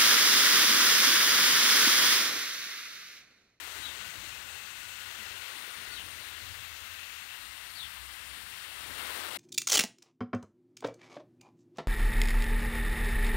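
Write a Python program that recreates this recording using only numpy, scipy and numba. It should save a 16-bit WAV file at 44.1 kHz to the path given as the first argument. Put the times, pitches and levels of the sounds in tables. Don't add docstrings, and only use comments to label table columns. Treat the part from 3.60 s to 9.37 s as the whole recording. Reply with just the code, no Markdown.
import sys
import numpy as np
from scipy import signal
from scipy.fft import rfft, irfft, next_fast_len
from scipy.io import wavfile
from scipy.ndimage import uniform_filter1d
from numba import njit

SR = 44100
rng = np.random.default_rng(int(sys.argv[2]) if len(sys.argv) > 2 else 0)


def unload_wav(signal):
    wavfile.write(
        sys.argv[1],
        SR,
        np.round(np.clip(np.atleast_2d(signal).T, -1, 1) * 32767).astype(np.int16),
    )


N = 254545
T = np.arange(N) / SR


def undb(db):
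    return 10 ** (np.asarray(db) / 20)


def unit(x):
    return x / np.sqrt(np.mean(x ** 2))


def curves(table):
    start_s, *columns = np.transpose(table)
    return [np.interp(T, start_s, column) for column in columns]


@njit
def svf(x, hz, width):
    y = np.empty(len(x))
    band, low = 0., 0.
    for i in range(len(x)):
        g = np.tan(np.pi * hz[i] / SR)
        damping = width / hz[i]
        v = (band + g * (x[i] - low)) / (1 + g * (g + damping))
        band = 2 * v - band
        low = low + 2 * g * v
        y[i] = damping * v
    return y


def lift(x, hz, width, db):
    return x + (undb(db) - 1) * svf(x, hz + np.zeros(N), float(width))


def walk(rate):
    hold = int(SR / rate)
    steps = np.repeat(rng.standard_normal(N // hold + 1), hold)
    smooth = uniform_filter1d(uniform_filter1d(steps, hold), hold)
    return unit(smooth[:N])


def bands(x, spectrum, shared_db, own_db, rate, tilt_db=0):
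    size = next_fast_len(N)
    octave = np.log2(np.maximum(np.fft.rfftfreq(size, 1 / SR), 1))
    hz, db = np.transpose(spectrum)
    coloured = rfft(x, size) * undb(np.interp(octave, np.log2(hz), db, left=-90))
    coloured = coloured / irfft(coloured, size).std()
    out, shared = 0, shared_db * walk(rate)
    for centre in np.arange(4.5, 14.6, .5):
        fade = np.cos(np.pi * np.clip(octave - centre, -.5, .5)) ** 2
        top = np.clip(centre - 12, 0, 1)
        level_db = shared + own_db * walk(rate) + top * tilt_db
        out = out + irfft(coloured * fade, size)[:N] * undb(level_db)
    return out


def glide(start, length, first_hz, last_hz, attack, release):
    along = np.clip((T - start) / length, 0, 1)
    rise = (T - start) / attack
    fall = (start + length - T) / release
    gate = np.clip(np.minimum(rise, fall), 0, 1)
    return first_hz + (last_hz - first_hz) * along, along, gate


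def jet(tilt_db):
    # pitch_hz [Hz], density_db [relative dB per Hz]
    hiss_spectrum = [(120, -61), (200, -23.5), (450, -22), (640, -15), (850, -10), (1400, -3.5), (2210, -2),
                     (3200, -3), (4400, -5), (5000, -10.5), (6760, -10.5), (9400, -16.5), (10700, -16),
                     (14100, -14.5), (16500, -18.5)]
    # start_s [s], centre_hz [Hz], lift_db [dB]
    nozzle_ring = [(0, 2700, -2.5), (.5, 2600, 3.5), (1, 2650, 4.5), (1.3, 2670, 4), (1.55, 2640, 0.5),
                   (1.8, 2650, 4), (2.05, 2720, -0.5), (2.3, 2700, 0.5), (2.7, 2690, 2), (3.2, 2660, 3),
                   (3.7, 2690, 4), (4.2, 2720, 1), (4.8, 2700, 1), (5.3, 2740, -0.5), (5.77, 2730, 1)]
    sputter_db, sputters_per_s = 0.44, 90
    hiss = bands(rng.standard_normal(N), hiss_spectrum, shared_db=0.13, own_db=0.74, rate=25.0,
                 tilt_db=tilt_db)
    ring_hz, ring_db = curves(nozzle_ring)
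    ringing = lift(hiss, ring_hz * (1 + .02 * walk(5.14)), 240, ring_db)
    return ringing * undb(sputter_db * walk(sputters_per_s))


def leaf_patter():
    # pitch_hz [Hz], density_db [relative dB per Hz]
    leaf_spectrum = [(100, -36), (250, -8), (600, -1.5), (1000, 1), (1600, 0.5), (2500, -2.5), (4000, -3.5),
                     (5500, -9), (8000, -10), (16000, -11.5)]
    drops_per_s, drop_spread_db = 12000, 1
    hits = rng.random(N) < drops_per_s / SR
    drops = hits * rng.standard_normal(N) * undb(drop_spread_db * rng.exponential(size=N))
    return bands(drops, leaf_spectrum, shared_db=0.7, own_db=1.1, rate=22.)


def heavy_drips():
    drips_per_s, drip_hz = 500, 326
    drips = (rng.random(N) < drips_per_s / SR) * rng.standard_normal(N)
    return unit(svf(drips, drip_hz * undb(2.2 * walk(30.)), 164.0))


def drift_treble(x):
    # centre_hz [Hz], width_hz [Hz]
    treble_bands = [(6300, 1300), (7650, 700), (9400, 1400), (10500, 800)]
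    # start_s [s], then lift_db [dB] of each of the four bands
    treble_levels = [(0, -1, 0.5, 1, 0), (.6, 1.5, 3.5, -0.5, -1), (1.2, 0.5, 2, -0.5, -2),
                     (1.7, -1, -1, -1.5, -1.2), (2.1, -3.5, -4, 4, 0.85), (2.5, -3, -5, 3, 0.8),
                     (3, -2.5, -2, -2.5, -1), (3.6, -1, -6, -2.5, -1), (3.85, -6.5, -2.5, 2, 1),
                     (5.2, -8, 0, 3, 1), (5.45, -5, -0.5, 1.5, 0), (5.77, -7, 0, 1, 1)]
    for (hz, width), db in zip(treble_bands, curves(treble_levels)):
        x = lift(x, hz * (1 + 0.017 * walk(1.4)), width, db)
    return x


def spray():
    # start_s [s], jet_db [dB], fine_patter_db [dB], heavy_drips_db [dB]
    spray_levels = [(0, -44.5, -55, -62), (.3, -45, -52.5, -61.5), (.6, -46, -55, -69), (.9, -47, -53, -70),
                    (1.15, -47, -62, -67), (1.4, -46, -59, -73), (1.7, -44.5, -54.5, -64.5),
                    (2.35, -46, -56.5, -62.5), (2.75, -46.5, -57, -68), (3.3, -47, -62, -76),
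                    (4.1, -47.5, -60.5, -78), (4.9, -47, -61.5, -69.5), (5.15, -45.5, -55, -77),
                    (5.3, -45, -48.5, -59), (5.374, -44, -50, -64), (5.382, -42.5, -45, -68),
                    (5.43, -43, -43.5, -62), (5.55, -43.5, -43.5, -63), (5.63, -45, -43, -59),
                    (5.7, -44, -44, -61), (5.77, -42, -43, -52.5)]
    usual_patter_db, dulling = -56, -0.17
    jet_db, patter_db, drip_db = curves(spray_levels)
    tilt_db = dulling * (patter_db - usual_patter_db)
    mist = undb(jet_db) * jet(tilt_db)
    drops = undb(patter_db) * leaf_patter() + undb(drip_db) * heavy_drips()
    return drift_treble(mist + drops)


def traffic():
    # pitch_hz [Hz], density_db [relative dB per Hz]
    rumble_spectrum = [(15, -50), (25, -29), (40, -5), (76, -0.5), (102, -1), (161, -9), (300, -11.5),
                       (390, -30)]
    # start_s [s], length_s [s], first_pitch_hz [Hz], last_pitch_hz [Hz], level_db [dB]
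    engines = [(-.2, 1.25, 69.84, 78.65, -65), (0, 2.1, 98, 101.9, -74), (1.09, 0.29, 71.7, 71.5, -69),
               (1.5, 0.37, 76, 79.3, -61.5), (2.148, 1.4, 77, 83, -62.5), (2.15, 0.49, 55.7, 58.4, -68),
               (2.806, 0.36, 102, 111.8, -61.5), (3.723, 1.9, 61.9, 65.7, -66),
               (4.307, 0.21, 63.8, 67, -56), (5.3, 0.93, 79, 94, -71)]
    rumble_db = -66.5
    swell_s, waver_db, wavers_per_s = .12, 2.0, 12
    rumble = bands(rng.standard_normal(N), rumble_spectrum, shared_db=2.5, own_db=2.5, rate=7.4)
    out = undb(rumble_db) * rumble
    for start, length, first_hz, last_hz, db in engines:
        hz, _, gate = glide(start, length, first_hz, last_hz, swell_s, swell_s)
        tone = np.sqrt(2) * np.sin(2 * np.pi * np.cumsum(hz) / SR)
        blur = unit(svf(svf(rng.standard_normal(N), hz, 25.0), hz, 31.0))
        engine = undb(-3.0) * tone + undb(-3.5) * blur
        out = out + gate * undb(db + waver_db * walk(wavers_per_s)) * engine
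    return out


def whine():
    # start_s [s], pitch_hz [Hz], level_db [dB]
    whine_course = [(0, 1490, -77), (.3, 1470, -58), (.5, 1510, -56), (.6, 1560, -83), (.8, 1498, -62),
                    (1.5, 1452, -60.5), (2.1, 1444, -64), (2.35, 1456, -58), (2.45, 1520, -75)]
    hz, db = curves(whine_course)
    gate = np.clip((whine_course[-1][0] - T) / 0.11, 0, 1)
    tone = unit(svf(rng.standard_normal(N), hz * (1 + 0.0045 * walk(6.44)), 17.0))
    return gate * undb(db) * tone


def sparrow():
    # start_s [s], length_s [s], first_pitch_hz [Hz], last_pitch_hz [Hz],
    # level_db [dB RMS at the note's start, before the throb], warble [depth factor on pitch]
    notes = [(0.218, 0.02, 3150, 3170, -50, .005), (0.227, 0.05, 3910, 3870, -43.5, .008),
             (0.264, 0.038, 3830, 3650, -49, 0.015), (.296, .036, 3600, 3500, -52, .01),
             (.25, .056, 3480, 3120, -47.5, .04), (1.163, 0.04, 4000, 4000, -55, .002),
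             (2.271, 0.072, 2070, 1970, -54.5, .02), (2.308, 0.048, 4500, 4410, -50, 0.012),
             (2.328, 0.028, 3950, 4000, -53, 0.04), (2.356, 0.028, 4040, 3670, -46.5, 0.04),
             (2.372, 0.049, 3150, 3000, -46, 0.1), (4.148, 0.052, 4540, 4400, -48, 0.03),
             (4.174, 0.027, 4400, 3650, -49, 0.054), (4.192, .086, 3870, 3003, -45, 0.064)]
    attack_s, release_s, fade_db, throb_db = 0.006, 0.011, 4, 2.4
    scatter_db, decay_s = -5.0, 0.32
    song, shake, throb = 0, walk(1200.), walk(400.)
    shake = shake - uniform_filter1d(shake, size=SR // 220)
    for start, length, first_hz, last_hz, level_db, warble in notes:
        hz, along, gate = glide(start, length, first_hz, last_hz, attack_s, release_s)
        warbled_hz = hz * (1 + warble * shake)
        loudness = undb(level_db - fade_db * along + throb_db * throb)
        song = song + gate * loudness * np.sin(2 * np.pi * np.cumsum(warbled_hz) / SR)
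    tail = rng.standard_normal(SR // 2) * undb(-60 * T[:SR // 2] / decay_s)
    scatter = signal.fftconvolve(song, tail / np.linalg.norm(tail))[:N]
    return np.sqrt(2) * song + undb(scatter_db) * scatter


def thumps():
    # start_s [s], peak_db [dB], pitch_hz [Hz], length_s [s]
    bumps = [(1.572, -59, 218, 0.077)]
    out = 0
    for start, db, hz, length in bumps:
        age = np.clip(T - start, 0, length)
        out = out + undb(db) * np.sin(np.pi * age / length) * np.sin(2 * np.pi * hz * age)
    return out


def scene():
    air = spray() + traffic() + whine() + sparrow() + thumps()
    return np.array([air, air])


def record(dry):
    # centre_hz [Hz], width_hz [Hz], lift_db [dB]
    capsule = [(1440, 260, 0.5), (2000, 440, 2), (2370, 480, -2.5), (2743, 154, 2.5), (4770, 990, -1.5),
               (9100, 1900, 5), (10480, 620, -5.5)]
    top_hz = 15750
    left = dry.sum(axis=0)
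    for hz, width, db in capsule:
        left = lift(left, hz, width, db)
    low_pass = signal.ellip(12, .2, 80, top_hz, fs=SR, output="sos")
    left = signal.sosfilt(low_pass, left)
    return np.array([left, 0 * left])


dry = scene()
out = record(dry)
unload_wav(out)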